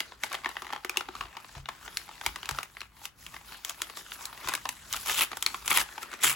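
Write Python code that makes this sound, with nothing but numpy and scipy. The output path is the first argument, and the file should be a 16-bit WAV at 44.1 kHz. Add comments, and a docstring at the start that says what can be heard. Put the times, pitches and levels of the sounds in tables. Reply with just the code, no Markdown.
"""A stiff padded paper mailer is picked at, bent and torn open by hand on a desk in a small room.
From the start creases buckle with sharp snaps and ringing panels over grainy rubbing of fingers on paper.
Early on the flexing pouch knocks hollowly; then soft bumps on the desk ring its resonances.
Near the end the seam gives way in short rips: showers of fibre clicks with stick-slip creases.
Faint room reflections follow the paper; a low rumble and a hiss of filtered noise run throughout."""
import sys
import numpy as np
from scipy import signal
from scipy.fft import rfft, irfft, next_fast_len
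from scipy.io import wavfile
from scipy.ndimage import map_coordinates

SR = 44100
rng = np.random.default_rng(int(sys.argv[2]) if len(sys.argv) > 2 else 0)


def inscribe(sig):
    """Save sig as 16-bit PCM at rate SR to the path in sys.argv[1].

    A 1-D sig is mono; a 2-D sig holds one channel per row.
    Samples are clipped to [-1, 1] before scaling.
    """
    pcm = np.round(np.clip(np.atleast_2d(sig).T, -1, 1) * 32767)
    wavfile.write(sys.argv[1], SR, pcm.astype(np.int16))


N = 280276
TIME_S = np.arange(N) / SR
EDGES_HZ = np.geomspace(170, 17500, 16)
BANDS_HZ = list(zip(EDGES_HZ, EDGES_HZ[1:]))
PANEL_HZ = 2060  # reference panel


def from_db(db):
    """Decibels to gain."""
    return 10 ** (np.asarray(db) / 20)


def rms_one(x):
    """Scale to an rms of 1."""
    return x / np.sqrt(np.mean(x ** 2) + 1e-20)


def over_10_ms(x):
    """Scale to the energy of 10 ms at an rms of 1."""
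    energy = np.sum(x ** 2, axis=-1, keepdims=True)
    return x / np.sqrt(energy / (SR / 100) + 1e-20)


def at_hz(points, hz):
    """Read a curve on a log-frequency axis."""
    points_hz, values = np.transpose(points)
    return np.interp(np.log(hz), np.log(points_hz), values)


def band_pass(x, low_hz, high_hz):
    """Causal band filter along the last axis."""
    sos = signal.butter(2, [low_hz, high_hz], "band", fs=SR, output="sos")
    return signal.sosfilt(sos, x + 1e-18)


def drift(per_s):
    """Random wander through normal knots, per_s of them each second."""
    knots = rng.standard_normal(8192)
    return np.interp(TIME_S * per_s, np.arange(len(knots)), knots)


def swell(middle_s, half_s):
    """A smooth rise and fall around a moment."""
    return np.exp(-((TIME_S - middle_s) / half_s) ** 2)


# likeness of the two microphone ports: hz, likeness (0 to 1)
PORT_LIKENESS = [(50, 0.98), (250, 0.66), (1000, 0.81), (2500, 0.74), (5000, 0.42), (8000, 1), (15000, 1)]


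def ports(mid, side, hz):
    """Left and right share most of the sound; the rest is their own."""
    alike = np.clip(at_hz(PORT_LIKENESS, hz), 0, .999)
    shared = np.sqrt((1 + alike) / 2) * mid
    own = np.sqrt((1 - alike) / 2) * side
    return shared + own * np.array([[1], [-1]])


# spectrum of a snap: hz, band_db
SNAP_SPECTRUM = [(200, -31), (380, -15), (550, -22), (800, -6), (1150, -4), (1600, -6.5), (2700, -5),
                 (4500, -6.5), (7500, -4.5), (11000, -5.5), (15000, -11.5)]


def buckle(rows, rise=0.14, cycles=0.8, ring_cycles=3.85, ring_db=-1.0, flutter_db=-17.0, flutter_s=0.0097):
    """Each crease flips in a burst of cracks; the panel beside it rings a few cycles and the sheet flutters on."""
    # rows: start_s, level_db, body_db, treble_db, ring_hz, decay_s
    start_s, level_db, body_db, treble_db, ring_hz, decay_s = np.array(rows, float).T[:, :, None]
    t_s = np.arange(1600) / SR
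    onset = 1 - np.exp(-t_s / (rise * decay_s))
    flutter = from_db(flutter_db) * np.exp(-t_s / flutter_s)

    def tilt_db(hz):
        """Body below, treble above."""
        body_share = at_hz([(1000, 0.94), (2000, 0.082)], hz)
        treble_share = at_hz([(3200, 0.0021), (7500, 1)], hz)
        return body_db * body_share + treble_db * treble_share

    cracks = rng.standard_normal((2, 2, len(start_s), len(t_s)))
    bursts = 0
    for k, (low_hz, high_hz) in enumerate(BANDS_HZ):
        hz = np.sqrt(low_hz * high_hz)
        fade_s = np.hypot(decay_s, cycles / hz)  # low bands last longer
        shape = onset * (np.exp(-t_s / fade_s) + flutter)
        band = over_10_ms(band_pass(cracks[k % 2] * shape, low_hz, high_hz))
        mid, side = band * from_db(at_hz(SNAP_SPECTRUM, hz) + tilt_db(hz))
        bursts = bursts + ports(mid[:, None], side[:, None], hz)

    ring = np.sin(2 * np.pi * ring_hz * t_s) * np.exp(-t_s * ring_hz / ring_cycles) * onset
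    ring = over_10_ms(ring) * from_db(ring_db + tilt_db(ring_hz))
    bursts = bursts + ring[:, None]

    out = np.zeros((2, N + len(t_s)))
    starts = np.clip(start_s[:, 0] * SR, 0, N).astype(int)
    for i, burst, gain in zip(starts, bursts, from_db(level_db)):
        out[:, i:i + len(t_s)] += gain * burst
    return out[:, :N]


def panel_body_db(ring_hz, offset_db=2, loss_db=4.2, slope=2.02):
    """Small panels, which ring high, have little body."""
    return offset_db - loss_db * (ring_hz / PANEL_HZ) ** slope


def creases(start_s, level_db, ring_hz, treble_db):
    """Buckling creases whose body and speed follow from the size of their panel."""
    flip_s = 0.0013 * (PANEL_HZ / ring_hz) ** 0.4
    rows = [start_s, level_db, panel_body_db(ring_hz), treble_db, ring_hz, flip_s]
    return buckle(np.column_stack(rows))


# main creases: start_s, level_db, ring_hz, treble_db (re level)
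SNAP_EVENTS = [(0.004, -28, 2960, -6), (0.120, -46.5, 1000, -29), (0.2352, -30.5, 2160, -3.5),
               (0.241, -41.5, 914, -1), (0.317, -40.5, 1110, -14), (0.328, -43, 2380, 5.5),
               (0.343, -38, 1730, -6), (0.3505, -35.5, 3220, -10), (0.4452, -36, 2150, -16),
               (0.4584, -30, 1820, -21), (0.490, -43, 1090, -1), (0.5674, -36.5, 1950, -26),
               (0.620, -42, 1310, -4), (0.652, -48.5, 1160, -17), (0.667, -43.5, 1990, -10),
               (0.693, -49, 1220, -21), (0.703, -43, 1140, -25), (0.732, -36, 840, -11.5),
               (0.761, -40, 870, -22), (0.847, -35.5, 1800, -4.5), (0.895, -33.5, 2440, -1),
               (0.971, -27, 2770, -1), (1.008, -35.5, 1390, -12), (1.086, -42.5, 800, -17),
               (1.152, -41, 1180, -10), (1.209, -35.5, 1110, -18), (1.254, -48.5, 1010, -26),
               (1.368, -40.5, 910, -10.5), (1.445, -48, 1070, -15), (1.551, -47.5, 1060, -17),
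               (1.657, -41.5, 3740, -20), (1.6874, -36, 1100, -10.5), (1.878, -41.5, 1180, -15),
               (1.971, -30.5, 4340, 1), (2.09, -47.5, 870, -10), (2.212, -40.5, 1530, -8),
               (2.2629, -26.5, 2310, -3), (2.3589, -38.5, 1950, -4.5), (2.430, -40.5, 2860, -10),
               (2.4565, -38.5, 3450, -5), (2.4899, -32.5, 1610, 0), (2.51, -39, 1190, 2.5),
               (2.586, -33, 1230, -9.5), (2.630, -39.5, 2430, 1), (2.7685, -43.5, 2060, -24),
               (2.806, -40, 4150, -6.5), (2.8154, -40, 2600, -12), (3.054, -39.5, 2640, 3.5),
               (3.2646, -43.5, 3250, -4), (3.364, -44.5, 2100, -12), (3.6479, -38, 3230, 6.5),
               (3.695, -39, 3170, 6), (3.8179, -31.5, 3380, 3), (3.898, -43, 1120, -8),
               (3.971, -43.5, 1200, 1), (4.119, -38.5, 3640, -20), (4.2546, -41.5, 3760, 8),
               (4.328, -47, 1170, -28), (4.473, -37, 1090, -6), (4.4861, -33, 970, 2),
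               (4.492, -35, 1050, -5), (4.519, -39, 1100, -20), (4.537, -33, 1640, 2),
               (4.551, -34, 2260, 4), (4.6542, -34, 1027, -13), (4.690, -34, 2630, 3.5),
               (4.9272, -36.5, 3230, 8.5), (4.936, -35.5, 3100, -1), (4.9433, -37.5, 1290, -8),
               (5.0962, -32.5, 1830, -7), (5.191, -29.5, 2940, -3), (5.213, -33.5, 1970, -12),
               (5.316, -37.5, 1250, -9.5), (5.3303, -38.5, 1140, -16), (5.370, -41.5, 910, 4.5),
               (5.425, -33, 3230, 6.5), (5.463, -24, 4200, -2), (5.5438, -35, 1110, -12),
               (5.678, -30, 3050, 3), (5.7133, -24, 2240, -30), (5.8123, -35, 1650, 1),
               (5.979, -41.5, 880, -10), (6.0294, -43, 1360, 0.5), (6.137, -41.5, 1200, -7),
               (6.2425, -28, 1990, -23)]


def snaps():
    """The main creases buckle, each with the ring of its own panel."""
    return creases(*np.transpose(SNAP_EVENTS))


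def crinkles(from_s, to_s, body_db, count, above_db, spread_db, treble_db, lowest_hz=800, octaves=1.367):
    """Small creases give way at random, as strong as the handling of the moment."""
    when, size, treble, pitch = rng.random((count, 4)).T
    start_s = from_s + (to_s - from_s) * (np.arange(count) + when) / count
    level_db = np.interp(start_s, TIME_S, body_db) + above_db + spread_db * (2 * size - 1)
    ring_hz = lowest_hz * 2 ** (octaves * pitch)
    return creases(start_s, level_db, ring_hz, treble_db + 10 * (treble - .5))


# pulls on the seam, one list each: time_s, level_db
SEAM_PULLS = [
    [(4.905, -39.5), (4.953, -40), (4.965, -28), (4.985, -51.5)],
    [(5.03, -51.5), (5.07, -31), (5.095, -28.5), (5.17, -32.5), (5.18, -26), (5.23, -27), (5.27, -51)],
    [(5.645, -49.5), (5.658, -36.5), (5.688, -42), (5.697, -26.5), (5.753, -28), (5.772, -21),
     (5.812, -28.5), (5.84, -45)],
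    [(6.208, -43.5), (6.224, -33.5), (6.237, -23.5), (6.256, -24), (6.276, -25.5), (6.305, -25),
     (6.355, -45.5)],
]


def pull():
    """Strength of the tearing over time, near silence outside the pulls."""
    strength = 0
    for points in SEAM_PULLS:
        s, level_db = np.transpose(points)
        strength = strength + from_db(np.interp(TIME_S, s, level_db, left=-200, right=-200))
    return strength


def jerks(count=76, snap_db=-15.0, spread_db=1.5, body_db=-1.0, treble_db=0.0, decay_s=0.0013):
    """The tear sticks and slips while the pull is strong; one buckling crease for each slip."""
    strength = pull()
    tearing = np.cumsum(strength > from_db(-39))
    late, size, body, treble, pitch = rng.standard_normal((count, 5)).T
    progress = np.clip((np.arange(count) + .5 + .3 * late) / count, .001, .999)
    at = np.searchsorted(tearing, progress * tearing[-1])
    level_db = 20 * np.log10(strength[at]) + snap_db - spread_db * np.clip(size, -2, 1.5)
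    ring_hz = 2600 * 2 ** (0.4 * np.clip(pitch, -2, 2))
    return np.column_stack([at / SR, level_db, body_db + 3 * body, treble_db + 3 * treble,
                            ring_hz, np.full(count, decay_s)])


def grains(per_s, spread_db):
    """Tiny clicks at random moments, many weak and a few strong."""
    sizes = from_db(spread_db * np.minimum(rng.exponential(1, N), 4))
    signs = rng.choice([-1, 1], N)
    return sizes * signs * (rng.random(N) < per_s / SR)


def paper_bands(clicks, spectrum, wander_db):
    """Clicks spread through the sheet in bands whose levels wander at random; yields (hz, stereo band)."""
    scattered = clicks * rng.choice([-1, 1], (2, 2, N))
    for k, (low_hz, high_hz) in enumerate(BANDS_HZ):
        hz = np.sqrt(low_hz * high_hz)
        mid, side = band_pass(scattered[k % 2], low_hz, high_hz)
        band_wander_db = wander_db * (drift(110) + drift(14))
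        yield hz, ports(rms_one(mid), rms_one(side), hz) * from_db(at_hz(spectrum, hz) + band_wander_db)


# spectrum of breaking fibres: hz, band_db
RIP_SPECTRUM = [(200, -37), (380, -23), (560, -26.5), (800, -19), (1200, -5), (1700, -19.5), (2700, -0.5),
                (4300, -13), (7000, -5.5), (11000, -4), (15000, -6)]


def rips(fibres_per_s=4500, spread_db=3.0, jerk_s=0.004, jerk_share=0.4, level_db=-4.5):
    """Each jerk of the tear cracks the sheet and sets off a shower of breaking fibres."""
    slips = jerks()
    kicks = np.bincount((slips[:, 0] * SR).astype(int), minlength=N)[:N]
    tension = 2 * signal.lfilter([1], [1, -np.exp(-1 / (jerk_s * SR))], kicks)
    fibres = grains(fibres_per_s, spread_db)
    shower = sum(band for hz, band in paper_bands(fibres, RIP_SPECTRUM, wander_db=2.5))
    strength = pull() * (1 - jerk_share + jerk_share * tension)
    return from_db(level_db) * strength * shower + buckle(slips)


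def settling(level_db=-17, decay_s=0.025, colour_share=0.5):
    """Power of body and hiss as the paper slides on after each snap, coloured like that snap."""
    start_s, snap_db, ring_hz, treble_db = np.transpose(SNAP_EVENTS)
    at = np.clip(start_s * SR, 0, N - 1).astype(int)
    kicks = []
    for colour_db in (panel_body_db(ring_hz), treble_db):
        power = from_db(snap_db + level_db + colour_share * colour_db) ** 2
        kicks.append(np.bincount(at, power, N))
    return signal.lfilter([1], [1, -np.exp(-2 / (decay_s * SR))], kicks)


# steady friction of the holding hands: time_s, body_db, hiss_db
GRIP_LEVELS = [(0.0, -53, -57.5), (0.55, -52, -54), (0.85, -55, -64), (1.35, -51, -60.5), (1.5, -56, -55.5),
               (2.4, -51.5, -53), (3.3, -61, -55), (4.35, -51, -51.5), (4.8, -55.5, -52.5),
               (5.7, -54, -47.5), (6.3, -45.5, -59.5)]
# hands come to rest: middle_s, half_s, drop_db
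GRIP_PAUSES = [(0.176, 0.035, -9), (1.315, 0.048, -1), (1.648, 0.035, -14), (2.7, 0.13, -8),
               (2.907, 0.05, -15), (3.141, 0.043, -34)]
# finger slides: middle_s, half_s, body_db, hiss_db
FINGER_RUBS = [(0.256, 0.032, -45, -46), (0.336, 0.049, -44.5, -51.5), (0.738, 0.022, -41.5, -71),
               (0.976, 0.032, -45.5, -55), (1.204, 0.04, -52, -48.5), (1.571, 0.021, -46, -68),
               (1.857, 0.02, -49, -49), (2.005, 0.062, -72, -47), (2.26, 0.02, -45, -41),
               (2.555, 0.072, -47.5, -53), (3.046, 0.025, -58, -44), (3.226, 0.05, -66, -52),
               (3.347, 0.023, -51, -56), (3.525, 0.055, -49.5, -51.5), (3.695, 0.028, -45, -44),
               (3.82, 0.042, -47.5, -52), (3.983, 0.034, -52, -42.5), (4.135, 0.028, -62, -41.5),
               (4.234, 0.036, -51, -41.5), (4.482, 0.067, -42.5, -46), (5.04, 0.13, -73, -37.5),
               (5.51, 0.052, -51, -45), (6.025, 0.012, -43, -41), (6.133, 0.025, -41.5, -48.5)]


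def friction():
    """Body and hiss of the rubbing in dB: the grip with its pauses, finger slides and settling paper."""
    s, *grip_db = np.transpose(GRIP_LEVELS)
    rest_db = sum(drop_db * swell(middle_s, half_s) for middle_s, half_s, drop_db in GRIP_PAUSES)
    grip_power = from_db([np.interp(TIME_S, s, db) + rest_db for db in grip_db]) ** 2
    slide_power = 0
    for middle_s, half_s, *rub_db in FINGER_RUBS:
        slide_power = slide_power + (from_db(rub_db)[:, None] * swell(middle_s, half_s)) ** 2
    return 10 * np.log10(grip_power + slide_power + settling())


# spectrum of rubbed paper: hz, band_db
RUSTLE_SPECTRUM = [(200, -21.5), (370, -14.5), (550, -17.5), (800, -9), (1150, -5.5), (1700, -6.5),
                   (2700, -5.5), (4500, -5.5), (7500, -6), (11000, -4.5), (15000, -7.5)]


def rustle(body_db, hiss_db, grains_per_s=7000, spread_db=2.5, level_db=-3.0):
    """Rough paper slides under the fingers: fine friction grains in the sheet."""
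    out = 0
    for hz, band in paper_bands(grains(grains_per_s, spread_db), RUSTLE_SPECTRUM, wander_db=2.5):
        hiss_share = at_hz([(1500, 0.085), (6000, 0.8)], hz)
        out = out + band * from_db(level_db + body_db + hiss_share * (hiss_db - body_db))
    return out


def hands(x, echo_db=-13.0, lag_s=0.000891, lag_spread_db=4.03, moves_per_s=9):
    """The moving hands and folds throw back a close echo, so the colour keeps changing."""
    moving_lag_s = lag_s * from_db(lag_spread_db * drift(moves_per_s))
    read_at = (TIME_S - moving_lag_s) * SR
    echo = np.array([map_coordinates(channel, [read_at], order=3) for channel in x])
    return (x + from_db(echo_db) * echo) / np.hypot(1, from_db(echo_db))


def resonate(force, hz, t60_s):
    """A unit push sets a decaying sine of height near 1 ringing."""
    r, w = 10 ** (-3 / (t60_s * SR)), 2 * np.pi * hz / SR
    return signal.lfilter([0, np.sin(w)], [1, -2 * r * np.cos(w), r * r], force + 1e-18)


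def pushes(start_s, level_db, contact_s):
    """One soft push of unit area, scaled to its level."""
    push = np.sin(np.pi * np.clip((TIME_S - start_s) / contact_s, 0, 1)) ** 2
    return from_db(level_db) * push / (push.sum() + 1e-9)


# whole pouch flexing: start_s, level_db
POUCH_FLEXES = [(0.46, -41), (0.622, -42), (0.847, -32.5), (0.897, -39), (0.973, -34), (1.089, -37.5),
                (1.209, -41)]


def pouch(pouch_hz=368, t60_s=0.058, contact_s=0.0011):
    """The padded walls and the air between them ring briefly when the pouch flexes."""
    force = sum(pushes(start_s, level_db, contact_s) for start_s, level_db in POUCH_FLEXES)
    return band_pass(resonate(force, pouch_hz, t60_s), 240, 600)


# mailer and hands landing on the desk: start_s, level_db, contact_s
DESK_BUMPS = [(1.2, -56, 0.009), (1.241, -50, 0.01), (1.565, -46.5, 0.0054), (1.593, -43.5, 0.0098),
              (2.269, -42.5, 0.011), (2.514, -44.5, 0.0045), (4.452, -52, 0.0073)]
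# desk resonances: mode_hz, mode_db, t60_s
DESK_RESONANCES = [(54.7, 2.5, 0.23), (78, 2, 0.2), (113, 9, 0.052), (136.6, 5, 0.29)]


def desk(shake_db=-63.5):
    """Soft pushes set the desk top ringing, a longer contact only its low modes; tearing shakes it too."""
    force = sum(pushes(*bump) for bump in DESK_BUMPS)
    force = force + from_db(shake_db) * pull() * rng.standard_normal(N)
    return sum(from_db(mode_db) * resonate(force, mode_hz, t60_s) for mode_hz, mode_db, t60_s in DESK_RESONANCES)


def room(x, t60_s=0.21, gap_s=0.005, treble_db=-31.0):
    """Dense reflections from the desk and the walls, different at each port."""
    t_s = TIME_S[:SR // 2]
    tail = rng.standard_normal((2, len(t_s))) * 10 ** (-3 * t_s / t60_s)
    tail = tail * np.clip(t_s / gap_s - 1, 0, 1)
    dull = signal.sosfilt(signal.butter(1, 5000, fs=SR, output="sos"), tail)
    echo = dull + from_db(treble_db) * (tail - dull)
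    return signal.fftconvolve(x, echo / np.sqrt(np.sum(tail ** 2) / 2), axes=-1)[:, :N]


# room background: hz, band_db
ROOM_SPECTRUM = [(28, -82), (40, -74), (54, -62.5), (75, -70.5), (130, -71), (200, -72.5), (370, -79.5),
                 (600, -81), (1500, -71), (5000, -87), (15000, -77)]


def room_tone(waver_db=2.5):
    """A low rumble and a faint hiss, wavering together: noise shaped in frequency."""
    hz = np.fft.rfftfreq(N, 1 / SR) + 1
    band_to_bin = np.sqrt(SR / 2 / (.3 * hz))
    gain = from_db(at_hz(ROOM_SPECTRUM, hz)) * band_to_bin * (hz > 20)
    mid, side = rfft(rng.standard_normal((2, N))) * gain
    return irfft(ports(mid, side, hz), N) * from_db(waver_db * drift(7.3))


def scene():
    """The mailer close by, the desk under it and the room around."""
    body_db, hiss_db = friction()
    picking = crinkles(0.3, 1.27, body_db, count=55, above_db=-2.5, spread_db=6.5, treble_db=-13.0)
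    turning = crinkles(1.27, 6.35, body_db, count=130, above_db=-1.5, spread_db=4.5, treble_db=-10.0)
    handled = snaps() + picking + turning + rustle(body_db, hiss_db) + rips()
    paper = hands(handled) + pouch()
    return paper + from_db(-11.5) * room(paper) + desk() + room_tone()


# port level difference: hz, left_minus_right_db
PORT_BALANCE = [(60, 0.65), (250, 1.5), (700, 2.5), (1300, 1.2), (2400, 2.3), (4400, 4.2), (8000, 0.1),
                (15000, 0.1)]
# port phase difference: hz, left_lead_rad
PORT_LEAD = [(20, 0), (1000, .2), (2200, .55), (4000, .1), (7400, 0), (9000, -3.1), (11100, -6.3),
             (13200, -9.4), (15400, -12.5)]


def record(dry, low_cut_hz=38, high_cut_hz=16300):
    """The two ports differ in level and phase; the deep bass and the top are cut."""
    size = next_fast_len(N + 4096)
    hz = np.fft.rfftfreq(size, 1 / SR) + 1
    left, right = rfft(dry, size)
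    lean = from_db(at_hz(PORT_BALANCE, hz) / 2)
    lead = np.exp(1j * at_hz(PORT_LEAD, hz))
    heard = irfft(np.array([left * lean * lead, right / lean]), size)[:, :N]
    heard = signal.sosfilt(signal.butter(4, low_cut_hz, "high", fs=SR, output="sos"), heard)
    return signal.sosfilt(signal.ellip(10, .2, 80, high_cut_hz, fs=SR, output="sos"), heard)


dry = scene()
out = record(dry)
inscribe(out)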